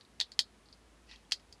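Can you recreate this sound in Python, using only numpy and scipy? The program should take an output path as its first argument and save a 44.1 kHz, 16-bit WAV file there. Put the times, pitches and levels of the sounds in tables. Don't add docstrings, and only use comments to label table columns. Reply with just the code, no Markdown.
import sys
import numpy as np
from scipy import signal
from scipy.fft import rfft, irfft
from scipy.io import wavfile
from scipy.ndimage import uniform_filter1d

SR = 44100
rng = np.random.default_rng(int(sys.argv[2]) if len(sys.argv) > 2 else 0)


def unload_audio(sound):
    columns = np.transpose(np.atleast_2d(sound))
    steps = np.round(np.clip(columns, -1, 1) * 32767)
    wavfile.write(sys.argv[1], SR, steps.astype(np.int16))


def gain_from_decibels(decibels):
    exponent = np.asarray(decibels, float) / 20
    return 10 ** exponent


N = 70560

# freq_hz, density_db_per_hz
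HISS_SPECTRUM = [(41, -48), (70, -6), (151, -14), (212, -9), (572, -17.5), (627, -17), (4370, -27.5),
                 (10600, -34), (15500, -55)]
# time_s, pitch_hz, level_db
HUM_TRACK = [(0.0, 54.3, -115), (0.098, 58, -66), (0.266, 54.7, -70.5), (0.32, 54.6, -69.5),
             (0.632, 53.45, -67.5), (0.654, 56.7, -69), (0.934, 55.8, -63), (0.992, 54.9, -66),
             (1.148, 54.2, -59.5), (1.194, 54.6, -67.5), (1.55, 53.8, -66.5), (1.6, 56, -69)]
BREAK_S = [.0100, .0495, .1976, .2013, .2097, .2109, .2122, .3186, .3368, .3872, .3916, .6575, .6870, .7273,
           1.1128, 1.1594, 1.2497, 1.3117, 1.3202, 1.3216, 1.3975, 1.5262]
# sheet_hz, sheet_peak_db, mid_db (mostly 3 to 5.5 kHz), body_db (under 2.8 kHz), edge_db (over 6
# kHz)
BREAK_LEVELS = [(4140, -44.5, -65, -45.5, -78), (4200, -52.5, -82, -77, -75), (3520, -70, -71, -34, -74),
                (4340, -20.5, -25, -24, -22), (4400, -52, -36, -50, -56), (4210, -21, -50, -19, -65),
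                (3730, -17.5, -45, -24, -47), (4530, -38.5, -50, -43, -40.5), (4800, -50.5, -73, -72, -81),
                (4700, -69, -69, -87, -75), (4410, -10.5, -13.5, -15.5, -12.5),
                (4430, -50.5, -71, -77, -68), (4470, -51, -80, -71, -84), (4550, -41.5, -66, -67, -65),
                (3700, -39.5, -46, -38, -70), (4070, -52.5, -51, -60, -52), (3940, -74, -57, -66, -86),
                (4540, -36, -45, -37, -35.5), (4480, -16, -26, -14, -59), (4630, -18, -20.5, -52, -18.5),
                (4570, -52, -58, -48, -52.5), (4940, -41, -54, -51, -41.5)]
# freq_hz, width_hz, level_db
BODY_MODES = [(504, 400, -16), (950, 260, 1), (1700, 142, -4.5), (1959, 204, 12), (2620, 625, 11.5)]
# freq_hz, width_hz,
# level_db
MID_MODES = [(3260, 380, 0), (3680, 250, -11), (5390, 450, -5)]
# freq_hz, width_hz, level_db
EDGE_MODES = [(6200, 1270, 27), (7300, 1200, -23), (8000, 1600, -21), (10300, 2000, -30.5),
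              (13200, 2500, -36)]
# time_s, level_db
SCRAPE_TRACK = [
    (1.06, -89),
    (1.072, -69),
    (1.086, -67),
    (1.095, -54),
    (1.112, -59),
    (1.139, -55.5),
    (1.165, -67.5),
    (1.19, -70.5),
    (1.22, -78),
]

HISS_DB, HUM_WAVER_HZ = -64.5, 2.5
SHEET_WIDTH_HZ, CLICK_GAIN, EDGE_CLICK_GAIN = 1150, 0.8, 0.45
CRACKLE_DB, CRACKLE_T60_S, CRACKLE_SCATTER_DB = -22, 0.02, 2
ROOM_DB, ROOM_T60_S, ROOM_RISE_S, ROOM_SCATTER_DB = -25.5, 0.072, 0.00033, 1.2
LATE_DB, LATE_T60_S = -46, 0.16
BODY_ROOM_DB, MID_ROOM_DB, BODY_SOFT_HZ = -4.5, -6, 6800
CUTS_LOW_HZ, CUTS_HIGH_HZ = 480, 12500
SCRAPE_BODY_DB, SCRAPE_EDGE_DB, SCRAPE_SCATTER_DB = -5, -26, 1.5
GAP_HZ, GAP_WIDTH_HZ, TOP_HZ, LOW_HZ = 12000, 850, 16600, 47


def fade(t_s, start_db, t60_s):
    return gain_from_decibels(start_db - 60 * t_s / t60_s)


def grains(count, scatter_db):
    x = rng.standard_normal(count) * gain_from_decibels(scatter_db * rng.exponential(size=count))
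    return x / x.std()


def ring(x, modes, passes=1):
    bank = []
    for hz, width_hz, db in modes:
        sos = signal.tf2sos(*signal.iirpeak(hz, hz / width_hz, SR))
        bank.append((gain_from_decibels(db), np.tile(sos, (passes, 1))))

    def run(v):
        return sum(gain * signal.sosfilt(sos, v) for gain, sos in bank)

    return run(x) / np.abs(run(signal.unit_impulse(512))).max()


def background():
    hz, db = np.array(HISS_SPECTRUM).T
    bin_hz = np.fft.rfftfreq(N, 1 / SR)
    shape = gain_from_decibels(np.interp(np.log(bin_hz + 1), np.log(hz), db))
    hiss = irfft(rfft(rng.standard_normal(N)) * shape, N)

    time_s, pitch_hz, level_db = np.array(HUM_TRACK).T
    t_s = np.arange(N) / SR
    waver = uniform_filter1d(rng.standard_normal(N), size=3000)
    hum_hz = np.interp(t_s, time_s, pitch_hz) + HUM_WAVER_HZ * waver / waver.std()
    hum_rms = gain_from_decibels(np.interp(t_s, time_s, level_db))
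    hum = np.sqrt(2) * hum_rms * np.sin(2 * np.pi * np.cumsum(hum_hz) / SR)
    return hiss / hiss.std() * gain_from_decibels(HISS_DB) + hum


def cuts():
    t_s = np.arange(12000) / SR
    out = np.zeros(N + len(t_s))
    room_rise = 1 - np.exp(-t_s / ROOM_RISE_S)
    impulse = signal.unit_impulse(len(t_s))
    click = CLICK_GAIN * impulse
    soft = signal.butter(2, BODY_SOFT_HZ, fs=SR, output="sos")
    for start_s, (sheet_hz, sheet_db, mid_db, body_db, edge_db) in zip(BREAK_S, BREAK_LEVELS):
        crackle = fade(t_s, CRACKLE_DB, CRACKLE_T60_S) * grains(len(t_s), CRACKLE_SCATTER_DB)
        echoes = room_rise * grains(len(t_s), ROOM_SCATTER_DB)
        tail = crackle + fade(t_s, ROOM_DB, ROOM_T60_S) * echoes
        late = fade(t_s, LATE_DB, LATE_T60_S) * echoes

        sheet = ring(tail + late - click, [(sheet_hz, SHEET_WIDTH_HZ, 0)], passes=2)
        mid = ring(gain_from_decibels(MID_ROOM_DB) * tail - click, MID_MODES, passes=2)
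        body = signal.sosfilt(soft, ring(gain_from_decibels(BODY_ROOM_DB) * tail - click, BODY_MODES))
        edge = ring(tail - EDGE_CLICK_GAIN * impulse, EDGE_MODES)

        sound = gain_from_decibels(sheet_db) * sheet - gain_from_decibels(mid_db) * mid
        sound += gain_from_decibels(body_db) * body + gain_from_decibels(edge_db) * edge
        start = int(start_s * SR)
        out[start:start + len(t_s)] += sound
    band = signal.butter(3, [CUTS_LOW_HZ, CUTS_HIGH_HZ], "band", fs=SR, output="sos")
    return signal.sosfilt(band, out[:N])


def scrape():
    time_s, level_db = np.array(SCRAPE_TRACK).T
    rub = grains(N, SCRAPE_SCATTER_DB)
    x = ring(rub, [(3443, 820, -2), (4400, 2400, 0), (5370, 910, -9)], passes=3)
    x += gain_from_decibels(SCRAPE_BODY_DB) * ring(rub, BODY_MODES, passes=2)
    x += gain_from_decibels(SCRAPE_EDGE_DB) * ring(rub, EDGE_MODES)
    return x / x.std() * gain_from_decibels(np.interp(np.arange(N) / SR, time_s, level_db, -120, -120))


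def scene():
    return (cuts() + scrape() + background())[None]


def roll_off(x):
    return signal.sosfilt(signal.butter(12, 16430, fs=SR, output="sos"), x)


def record(dry):
    gap_hz = [GAP_HZ - GAP_WIDTH_HZ / 2, GAP_HZ + GAP_WIDTH_HZ / 2]
    gap = signal.butter(3, gap_hz, "bandstop", fs=SR, output="sos")
    low_cut = signal.butter(4, LOW_HZ, "high", fs=SR, output="sos")
    top = signal.cheby2(10, 60, TOP_HZ, fs=SR, output="sos")
    mix = signal.sosfilt(np.vstack([gap, low_cut, top]), dry)
    return roll_off(mix)


dry = scene()
out = record(dry)
unload_audio(out)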